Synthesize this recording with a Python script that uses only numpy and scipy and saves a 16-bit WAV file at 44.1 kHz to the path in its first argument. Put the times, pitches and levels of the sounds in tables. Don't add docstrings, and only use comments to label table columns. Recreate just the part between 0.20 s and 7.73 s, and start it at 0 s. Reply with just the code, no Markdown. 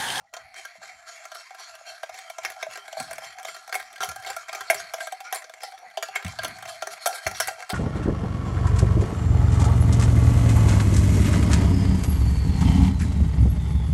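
import sys
import numpy as np
from scipy import signal
from scipy.fft import rfft, irfft
from scipy.io import wavfile
from scipy.ndimage import uniform_filter1d

SR = 44100
rng = np.random.default_rng(int(sys.argv[2]) if len(sys.argv) > 2 else 0)


def to_wav(sig):
    pcm = np.clip(np.atleast_2d(sig), -1, 1) * 32767
    pcm = np.round(pcm).astype(np.int16)
    wavfile.write(sys.argv[1], SR, pcm.T)


def nominal_scale(level):
    x = np.asarray(level, float) / 20
    return 10 ** x


N = 332073


def band(x, lo_hz, hi_hz):
    return signal.sosfilt(signal.butter(2, [lo_hz, min(hi_hz, .45 * SR)], "band", fs=SR, output="sos"), x)


def mode(x, hz, t60):
    r = np.exp(-np.log(1000) / (max(t60, .002) * SR))
    w = 2 * np.pi * hz / SR
    return signal.lfilter([np.sin(w)], [1, -2 * r * np.cos(w), r * r], x)


def unit(x):
    return x / np.sqrt(np.mean(x ** 2))


def walk(rate):
    k = int(SR / rate)
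    held = np.repeat(rng.standard_normal(N // k + 1), k)
    return unit(uniform_filter1d(uniform_filter1d(held, k), k)[:N])


def steady(x, span_s):
    return x / np.sqrt(uniform_filter1d(x ** 2, int(span_s * SR)) + 1e-9)


def train(s, gain):
    return np.bincount(np.clip((s * SR).astype(int), 0, N - 1).ravel(), gain.ravel(), N)


def even_power(db):
    return db - 10 * np.log10(np.mean(nominal_scale(2 * db), axis=1, keepdims=True))


# pitch in Hz, level in dB, t60 in seconds.
HUM = [(646.4, 3, 0.049), (665.3, 2.5, 0.066), (695.6, -0.5, 0.055), (753, 4.5, 0.078), (785, -6, 0.17)]
# pitch in Hz, level in dB, t60 in seconds.
CLANK = [(404.7, -2.5, 0.079), (524, -11, 0.046), (1053, 1, 0.076), (1245, -4.5, 0.071), (1384, 5.5, 0.093),
         (1603, 9.5, 0.041), (1690, -9, 0.19), (1873, 5.5, 0.019), (1990, 2.5, 0.022), (2176, 14.5, 0.019),
         (2294, 3, 0.027)]
# pitch in Hz, level in dB, t60 in seconds.
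GLASS = [(2686, -3, 0.026), (3164, -8, 0.06), (3390, -4, 0.012), (4400, 3, 0.014), (4710, -14.5, 0.037),
         (5273, -10.5, 0.026), (5760, -7.5, 0.022), (6790, 2, 0.01), (7335, 0.5, 0.02), (7990, 7, 0.0064)]
# pitch in Hz, level in dB, t60 in seconds.
WIRE = [(8740, 16.5, 0.0055), (9790, 13.5, 0.0037), (10680, 21.5, 0.0026), (11300, 0, 0.0053)]


def blows(first=0.79, uneven_db=1.0, scatter_db=7.0, glass_db=-5):
    s, clank_db, hum_db, hum_hz, wire_db, clank_hz = all_blows().T
    chatter_s = np.clip(0.028 * nominal_scale(0.27 * (clank_db + 28.5)), .008, .2)
    t = np.arange(int(.06 * SR)) / SR
    fall = np.exp(-np.log(1000) * t / chatter_s[:, None]) * (1 - np.exp(-t / 0.0013))
    bunches = np.repeat(rng.standard_normal((len(s), 100)), 45, axis=1)[:, :len(t)]
    fall *= nominal_scale(3.27 * bunches)
    chatter = rng.standard_normal(fall.shape) * nominal_scale(uneven_db * rng.exponential(size=fall.shape)) * fall
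    chatter /= np.sqrt(np.sum(chatter ** 2, axis=1, keepdims=True))
    push = chatter.copy()
    push[:, 20] += first
    when = s[:, None] + t

    def ring(modes, db, lean, push=push, scatter_db=scatter_db):
        spot = even_power(scatter_db * rng.standard_normal((len(s), len(modes))))
        out = 0
        for k, (hz, mode_db, t60) in enumerate(modes):
            gain = nominal_scale(db + mode_db + spot[:, k] + lean(hz))
            out = out + mode(train(when, push * gain[:, None]), hz, t60)
        return out

    def crack(db, lo_hz, hi_hz):
        edges = np.geomspace(lo_hz, hi_hz, num=4)
        clump = even_power(6 * rng.standard_normal((len(s), 3)))
        return sum(band(train(when, chatter * nominal_scale(db + clump[:, k])[:, None]), edges[k], edges[k + 1])
                   for k in range(3))

    def even(hz):
        return 0

    def near_hum(hz):
        return -.2 * np.abs(hz - hum_hz)

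    def near_clank(hz):
        if hz < 600:
            return 0.22 * (clank_db + 17.5) + 1.0
        return 3.5 - 15 * np.abs(np.log2(hz / clank_hz))

    landing = .5 * chatter + (push - chatter) * 1.2
    hum = ring(HUM, hum_db - 8.0, near_hum, landing, scatter_db=3.5)
    hum = band(band(band(hum, 510, 1450), 520, 1300), 520, 1300)
    glass = ring(GLASS, clank_db + glass_db - 13.5, even) + crack(clank_db + glass_db + 23.0, 3140, 6440)
    clank = ring(CLANK, clank_db - 21.5, near_clank) + crack(clank_db + 19.5, 1420, 3520)
    wire = ring(WIRE, wire_db - 17.5, even) + crack(wire_db + 21, 9670, 9970)
    wire = wire + crack(wire_db + 5, 10700, 13600)
    return hum + glass + clank + wire


# start in seconds, clank peak in dB, bowl hum in dB,
# wire sizzle in dB, clank pitch in Hz.
NEAR = [(0.1378, -22.5, -28.5, -43, 1960), (1.0528, -28, -32, -41, 1730), (1.1169, -30, -31, -44, 1580),
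        (1.832, -23.5, -19.5, -40, 2100), (1.8927, -29, -24, -49, 1410), (2.0991, -28.5, -26, -36.5, 2220),
        (2.183, -23.5, -20.5, -47, 1400), (2.4269, -19, -18.5, -35, 1860), (2.6799, -29.5, -27, -46, 1920),
        (2.7267, -26, -24, -44, 1490), (2.7686, -39, -18, -44, 1380), (2.9098, -28, -24.5, -32.5, 1850),
        (2.9307, -27, -27, -30, 1640), (2.9816, -25, -23, -38, 2230), (3.249, -20, -19.5, -37, 1600),
        (4.1645, -22.5, -25, -32, 1510), (4.2921, -24, -28, -49, 1550), (4.4995, -8.5, -5.5, -22, 2200),
        (4.737, -17.5, -14, -28, 1950), (4.7825, -31, -28, -47, 1910), (4.8709, -24, -24, -35, 1600),
        (5.772, -15.5, -13.5, -36, 1150), (5.8255, -12.5, -22, -31, 1680),
        (6.1877, -19.5, -19.5, -42, 1400), (6.2462, -16, -18, -24, 1360), (6.622, -17.5, -16.5, -34, 2020),
        (6.6706, -18.5, -16, -30, 1420), (6.8585, -8, -6, -21, 1910), (7.0653, -11.5, -10.5, -28, 1960),
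        (7.201, -7.5, -13, -16.5, 2250)]
# start in seconds, clank peak in dB, bowl hum in dB,
# wire sizzle in dB, clank pitch in Hz.
FAR = [(.3616, -36, -54, -53, 2200), (1.3059, -37, -30.5, -59, 1600), (1.9884, -28, -32, -38.5, 2200),
       (2.249, -14.5, -15, -27.5, 2280), (2.5561, -25, -36, -46, 1580), (2.8, -16, -16, -32, 1010),
       (3.185, -28, -27.5, -48, 1720), (3.477, -32.5, -28, -40, 2090), (3.5256, -18, -28, -33, 1610),
       (3.5525, -17, -19.5, -20, 2270), (3.5985, -26.5, -27, -35, 2150), (3.8055, -15.5, -26, -36, 1360),
       (3.8304, -13, -17, -24, 1390), (3.889, -21, -29, -23, 1560), (3.9599, -28.5, -25.5, -33, 1240),
       (4.063, -19.5, -31, -32, 1200), (4.1011, -17.5, -21.5, -28, 1400), (4.3289, -19, -27, -36, 1370),
       (4.4079, -19.5, -37, -33, 1380), (4.922, -25, -20.5, -35, 1880), (5.004, -24, -28.5, -36, 2140),
       (5.1256, -15, -18, -23.5, 1570), (5.4335, -24.5, -21.5, -27.5, 2070),
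       (5.885, -29.5, -26.5, -49, 1650), (5.9585, -14, -17, -40, 2140), (6.4248, -28, -22.5, -40, 1500),
       (6.926, -20, -27, -45, 2310), (7.1125, -23.5, -21, -32, 1900), (7.2814, -13, -14.5, -34, 2130),
       (7.4995, -13, -17, -28, 1340)]
# start in seconds, wire sizzle in dB, clank in dB,
# clank pitch in Hz.
STRAGGLERS = [(1.1483, -31, -37, 2280), (2.3191, -40, -36, 1600), (2.574, -33, -31, 1360),
              (2.826, -29, -39, 2200), (3.1961, -37, -38, 1580), (3.2839, -33, -32, 2120),
              (3.3638, -31, -36, 1650), (3.5324, -31, -35, 1200), (3.5428, -17.5, -24, 2270),
              (3.6267, -34, -39.5, 1480), (3.7279, -43, -39.5, 1350), (3.8144, -31, -28, 1360),
              (3.8212, -30, -25.5, 1510), (3.8444, -21.5, -28, 1350), (3.915, -32, -31.5, 1570),
              (3.9983, -35, -46, 1350), (4.0345, -38, -37, 1980), (4.0727, -37, -27, 1550),
              (4.0874, -39, -33, 1370), (4.5044, -10, -27, 1220), (4.5114, -17, -34, 1860),
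              (4.5999, -37, -30.5, 1550), (5.1374, -33, -40, 1660), (5.1462, -16, -33.5, 1610),
              (5.1574, -16, -30, 1970), (5.405, -48, -43, 2150), (5.5139, -41, -51, 2260),
              (5.5874, -43, -51, 1900), (5.7009, -49, -50, 1960), (5.9544, -24, -32, 2160),
              (6.0638, -34, -30.5, 1930), (6.0796, -28, -33, 1350), (6.2811, -23.5, -42, 1450),
              (6.3859, -37, -36.5, 1880), (6.4772, -37, -34, 1490), (6.7057, -40, -38, 1490),
              (6.7341, -39, -35.5, 2240), (6.8633, -13, -38, 2160), (6.8724, -10.5, -31, 1630),
              (7.0734, -14.5, -32, 1310), (7.2732, -15.5, -29, 1780), (7.4036, -37, -36.5, 2120),
              (7.4934, -33, -29.5, 2030), (7.4993, -21, -50, 2220), (7.5174, -40, -40, 2170)]
# start in seconds, clank peak in dB, wire sizzle in dB.
TAPS = [(.166, -25, -56), (.4507, -26, -38.5), (1.3468, -33, -47), (1.3962, -36.5, -58), (1.5524, -32, -41),
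        (1.6656, -44, -55), (1.942, -30.5, -40), (2.2343, -30, -43), (2.3007, -24, -33.5),
        (2.5107, -35.5, -43), (3.0435, -25.5, -44), (3.2296, -31, -43), (3.3458, -29.5, -42),
        (3.4935, -28, -51), (3.7589, -31, -44), (3.7793, -30.5, -54), (4.0238, -32, -45),
        (4.3485, -19, -30.5), (4.5446, -17.5, -25.5), (4.8045, -24, -49), (5.242, -29, -56),
        (5.2954, -32, -47), (5.3378, -30, -48), (6.0467, -23.5, -41), (6.2335, -21, -31),
        (6.4857, -26, -45), (6.5448, -33, -51), (6.776, -33, -59), (7.3921, -33.5, -53),
        (7.424, -26.5, -47)]
# start in seconds, clank peak in dB.
TICKS = [(0.1327, -55), (0.3423, -34.5), (1.0405, -36), (2.9557, -33), (4.0473, -30), (4.132, -32),
         (4.2831, -27), (4.579, -32), (4.642, -34), (5.221, -31), (5.42, -32), (5.4735, -46),
         (5.521, -36.5), (5.5776, -36.5), (5.709, -42), (6.0254, -28), (6.4532, -27), (7.1477, -24.5)]
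# start in seconds,
# peak in dB, hum pitch in Hz.
NUDGES = [(0.359, -42, 802), (0.552, -38, 670), (0.615, -37.5, 703), (0.664, -48, 727), (0.877, -50, 680),
          (1.183, -47, 647), (1.407, -58, 690), (1.609, -34.5, 665), (1.677, -58, 690), (2.464, -26.5, 635),
          (3.019, -30, 670), (4.351, -32, 800), (4.529, -16.5, 650), (5.297, -39.5, 662), (5.437, -25, 840),
          (6.133, -29.5, 738), (6.39, -33, 770), (6.456, -29, 684), (6.889, -28, 790), (7.309, -32, 625),
          (7.408, -37, 680)]
NEAR_HZ, FAR_HZ, TAP_HZ = 677.4, 760, 690
PLAIN_HZ = 1850


def all_blows():
    rows = [(s, db, hum, NEAR_HZ, wire, hz) for s, db, hum, wire, hz in NEAR]
    rows += [(s, db, hum, FAR_HZ, wire, hz) for s, db, hum, wire, hz in FAR]
    rows += [(s, db + 5.5, db - 0.5, TAP_HZ, wire - 6, hz) for s, wire, db, hz in STRAGGLERS]
    rows += [(s, db, db - 6.5, TAP_HZ, wire, PLAIN_HZ) for s, db, wire in TAPS]
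    rows += [(s, db, db - 8.5, TAP_HZ, db - 18, PLAIN_HZ) for s, db in TICKS]
    rows += [(s, db - 12, db + 3, hz, db - 30, PLAIN_HZ) for s, db, hz in NUDGES]
    return np.array(sorted(rows))


def scrape(slips_per_s=3000, damp=0.47, glass_damp=0.7, body_db=-23):
    glass_db, hum_db, clank_db, wire_db = contact()
    body = 2.26 * (clank_db + 46.0) - 45.0 + body_db
    slips = (rng.random(N) < slips_per_s / SR) * nominal_scale(1.5 * rng.exponential(size=N)) * rng.standard_normal(N)
    slips = (unit(slips) + 1.14 * rng.standard_normal(N)) * nominal_scale(1.4 * walk(160))
    pitched = np.array([b for b in all_blows() if b[3] != TAP_HZ])
    hum_hz = np.interp(np.arange(N) / SR, pitched[:, 0], pitched[:, 3])
    layers = [(GLASS, glass_db, 2400, 7560, .45, glass_damp, 0),
              (HUM, hum_db, 614, 842, .03, 1, .22),
              (CLANK[2:], clank_db, 906, 3320, .15, damp, 0),
              (WIRE, wire_db, 6350, 12660, .8, damp, 0),
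              (CLANK[:2], body, 337, 650, .4, damp, 0)]
    out = 0
    for modes, db, lo_hz, hi_hz, bare, ring_left, pull in layers:
        rung = 0
        for hz, mode_db, t60 in modes:
            roam = 6.5 * walk(17) - pull * np.abs(hz - hum_hz)
            rung = rung + mode(slips * nominal_scale(mode_db + roam), hz, t60 * ring_left)
        heard = unit(rung) + bare * unit(band(slips, lo_hz, hi_hz))
        heard = band(band(heard, lo_hz, hi_hz), lo_hz, hi_hz)
        out = out + steady(band(heard, 0.91 * lo_hz, 1.3 * hi_hz), .1) * nominal_scale(db)
    return out


def contact():
    _, glass_db, clank_db, _ = all_sweeps()
    glass = sweeps(glass_db, 1.0, rest_db=-6.5)
    hum = sweeps(clank_db - 3.5, 2.1, rest_db=-1) + 4.03 * walk(20)
    clank = sweeps(clank_db, 0.78, rest_db=-1.5)
    wire = sweeps(2.0 * (glass_db + 47.5) - 61, 1.3, rest_db=-16.0)
    return glass, hum, clank, wire


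# time in seconds, level in dB.
LEAN = [(0.0, -45.5), (0.36, -57.5), (1.32, -52), (1.91, -51.5), (2.37, -50.5), (2.54, -46.5),
        (2.89, -46.5), (3.04, -50), (3.82, -52), (3.96, -45.5), (4.32, -51), (4.76, -45.5), (5.26, -54.5),
        (6.02, -51.5), (6.71, -47.5), (6.82, -47.5), (7.3, -44.5), (7.53, -50.5)]


def sweeps(peak_db, steep, rest_db, rise_s=0.046, hold_s=0.014, depth_db=26):
    t = np.arange(0, N / SR + .004, .002)
    s, length = all_sweeps()[[0, 3], :, None]
    rise = (s - t) / rise_s
    sink = np.maximum(t - s - hold_s, 0) / np.maximum(length, .02)
    shape = -steep * depth_db * np.where(t < s, rise, sink)
    rest = np.interp(t, *np.transpose(LEAN)) + rest_db
    power = np.sum(nominal_scale(2 * (peak_db[:, None] + shape)), axis=0) + nominal_scale(2 * rest)
    hover_db = -19 * (t < .13)
    return np.interp(np.arange(N) / SR, t, 10 * np.log10(power) + hover_db)


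# peak time in seconds, glass in dB, clank in dB, length in seconds.
SWEEPS = [(0.17, -78, -44.5, 0.16), (0.37, -44, -41.5, 0.27), (0.633, -46.5, -43, 0.28),
          (0.879, -45, -44, 0.43), (1.151, -44, -43, 0.23), (1.392, -45, -45, 0.36),
          (1.678, -44, -44.5, 0.28), (1.95, -45.5, -44, 0.36), (2.24, -47.5, -42, 0.33),
          (2.416, -46, -44, 0.046), (2.523, -44, -45.5, 0.18), (2.78, -42.5, -44, 0.39),
          (3.037, -42.5, -41, 0.2), (3.268, -42, -42.5, 0.31), (3.546, -46.5, -43.5, 0.36),
          (3.838, -42, -38, 0.2), (4.078, -43.5, -40, 0.42), (4.338, -45.5, -41, 0.48),
          (4.558, -45, -43.5, 0.39), (4.812, -40.5, -43, 0.13), (5.055, -49, -58, 0.1),
          (5.148, -38.5, -36.5, 0.086), (5.436, -43.5, -65, 0.18), (5.945, -50, -38, 0.35),
          (6.227, -43.5, -38, 0.27), (6.484, -40.5, -47, 0.2), (6.722, -39.5, -41.5, 0.069),
          (6.895, -47, -43, 0.27), (7.22, -39.5, -46, 0.16), (7.529, -38, -59, .2)]
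# peak time in seconds, glass in dB,
# length in seconds.
FLICKS = [(1.057, -59, 0.072), (1.49, -50, 0.16), (2.1, -56, 0.058), (4.595, -41, 0.063),
          (5.848, -46, 0.16), (6.09, -45, 0.27), (6.36, -46.5, 0.033), (6.823, -41.5, 0.16),
          (6.948, -36, 0.075), (7.038, -42.5, .06), (7.165, -39.5, 0.1), (7.395, -49.5, 0.11)]


def all_sweeps():
    return np.array(SWEEPS + [(s, db, db - 4, length) for s, db, length in FLICKS]).T


# start in seconds, length in seconds,
# level in dB, pitch in Hz.
SONGS = [(0, 0.075, -62, 806), (6.858, 0.023, -21.5, 690), (6.885, 0.11, -39, 702), (.86, .12, -57, 4400),
         (1.143, 0.11, -52, 5470), (1.38, 0.11, -52, 5770), (1.391, 0.13, -53, 4380),
         (1.428, 0.078, -59, 6600), (1.661, 0.073, -49, 4320), (1.658, 0.091, -53, 5700),
         (.35, .09, -55, 2170), (0.669, 0.085, -59, 2190), (0.064, 0.042, -65, 1940),
         (5.039, 0.058, -52, 5770), (5.042, 0.071, -43, 1396), (5.045, 0.086, -46.5, 2276),
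         (5.424, 0.049, -40, 800), (5.469, 0.043, -45.5, 768), (5.438, 0.064, -50, 1980),
         (5.414, 0.06, -45, 5200), (5.514, 0.051, -44.5, 770), (5.58, .05, -55.5, 750),
         (5.616, 0.073, -45, 764), (5.654, 0.062, -51, 1976), (6.919, 0.13, -45.5, 1604),
         (7.138, 0.068, -54, 4570), (7.139, .06, -43.5, 5700), (7.196, 0.06, -38.5, 5470),
         (7.208, 0.078, -39.5, 1975), (7.29, .08, -46, 745), (7.377, 0.066, -43.5, 749),
         (7.491, 0.043, -35.5, 738), (4.572, 0.039, -42.5, 5570), (4.595, 0.031, -42, 6540),
         (4.47, 0.05, -46, 4400)]


def songs():
    out = np.zeros(N)
    t = np.arange(int(.4 * SR)) / SR
    for s, length, db, hz in SONGS:
        rub = rng.standard_normal(len(t)) * np.sin(np.pi * np.minimum(t / length, 1) ** .5)
        note = mode(rub, hz, .07 * 2000 / (hz + 1300))
        note = note / np.sqrt(np.sum(note ** 2) / (length * SR))
        i = int(s * SR)
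        out[i:i + len(t)] += (nominal_scale(db) * note)[:N - i]
    return out


# start in seconds, peak in dB, pitch in Hz, t60 in seconds.
THUDS = [(0, -55, 113, 0.17), (.73, -61, 75.5, 0.51), (1.478, -60, 75, .4), (1.69, -64, 70, .2),
         (2.869, -43, 75, 0.33), (3.789, -43, 110, 0.18), (3.97, -43, 74.5, 0.27), (4.3, -61, 74, 0.18),
         (4.62, -52, 140, .25), (5.31, -68, 170, .1), (5.9, -56, 149, .2), (0.197, -51, 72, 0.5),
         (.578, -46, 156, 0.094), (1.901, -62, 73.5, 0.4), (2.214, -55, 75, 0.55), (2.476, -49, 127, 0.19),
         (2.773, -40, 96, 0.28), (2.8, -27, 163, 0.069), (2.791, -44, 302, 0.22), (6.239, -33, 290, 0.27),
         (3.31, -56, 97, 0.17), (3.61, -58, 108, 0.071), (3.05, -51, 85.5, 0.23), (3.874, -31.5, 94, 0.16),
         (4.092, -51, 67, 0.48), (4.399, -52, 76, 0.18), (4.54, -43, 99, 0.34), (5.661, -57, 170, 0.18),
         (6.045, -18, 96.7, 0.14), (6.189, -37, 101.3, 1), (6.305, -35, 132, 0.17), (6.45, -42, 84, 0.18),
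         (6.701, -55, 139.3, 0.29), (7.249, -41, 79.5, 0.18), (7.059, -18.5, 94, 0.065)]


def thuds(push_s=0.0038, shake_db=-8, rumble_db=-24, rumble_s=0.097):
    out = np.zeros(N)
    t = np.arange(int(.6 * SR)) / SR
    for s, db, hz, t60 in THUDS:
        fall = np.exp(-np.log(1000) * t / t60) * (1 - np.exp(-t / push_s)) ** 2
        body = np.sin(2 * np.pi * 0.94 * hz * t) + 1.7 * np.sin(2 * np.pi * 1.85 * hz * t) * fall
        shake = nominal_scale(shake_db) * unit(band(rng.standard_normal(len(t)), 0.72 * hz, 1.48 * hz))
        rumble = nominal_scale(rumble_db) * unit(band(rng.standard_normal(len(t)), 0.43 * hz, 1.55 * hz))
        rumble = rumble * np.exp(-t / rumble_s) * (1 - np.exp(-t / 0.0028))
        firm = np.clip((db + 40) / 26, .15, 1)
        thud = nominal_scale(db) * ((firm * body + shake) * fall + rumble)
        i = int(s * SR)
        out[i:i + len(t)] += thud[:N - i]
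    return band(band(out, 45, 500), 58, 400)


def kitchen(x, wet_db=-12, t60=0.21, first_s=0.0031):
    t = np.arange(int(.5 * SR)) / SR
    echo = band(rng.standard_normal(len(t)), 144, 15500) * np.exp(-np.log(1000) * t / t60) * (t > first_s)
    return x + nominal_scale(wet_db) * signal.fftconvolve(x, echo / np.sqrt(np.sum(echo ** 2)))[:N]


# frequency in Hz, level in dB per Hz.
AIR = [(30, -2.5), (80, 1), (190, -22), (250, 4.5), (310, -43), (500, -48), (2000, -22), (13000, -29)]


def air(level_db=-84.5):
    hz = np.maximum(np.fft.rfftfreq(N, 1 / SR), 1)
    curve_hz, curve_db = np.array(AIR).T
    shape = nominal_scale(np.interp(np.log(hz), np.log(curve_hz), curve_db))
    hush = irfft(rfft(rng.standard_normal(N)) * shape, N)
    return unit(hush) * nominal_scale(level_db + 5.2 * walk(4.5))


def scene():
    bowl = kitchen(blows() + songs()) + scrape()
    bowl = signal.sosfilt(signal.butter(4, 476, "high", fs=SR, output="sos"), bowl)
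    return (bowl + thuds() + air())[None]


def top_cut(x):
    return signal.sosfilt(signal.butter(12, 16670, fs=SR, output="sos"), x)


def record(dry):
    rounded = np.tanh(1.176 * dry) / 1.406
    mix = signal.sosfilt(signal.ellip(8, .2, 70, 15750, fs=SR, output="sos"), rounded)
    return top_cut(mix)


dry = scene()
out = record(dry)
to_wav(out)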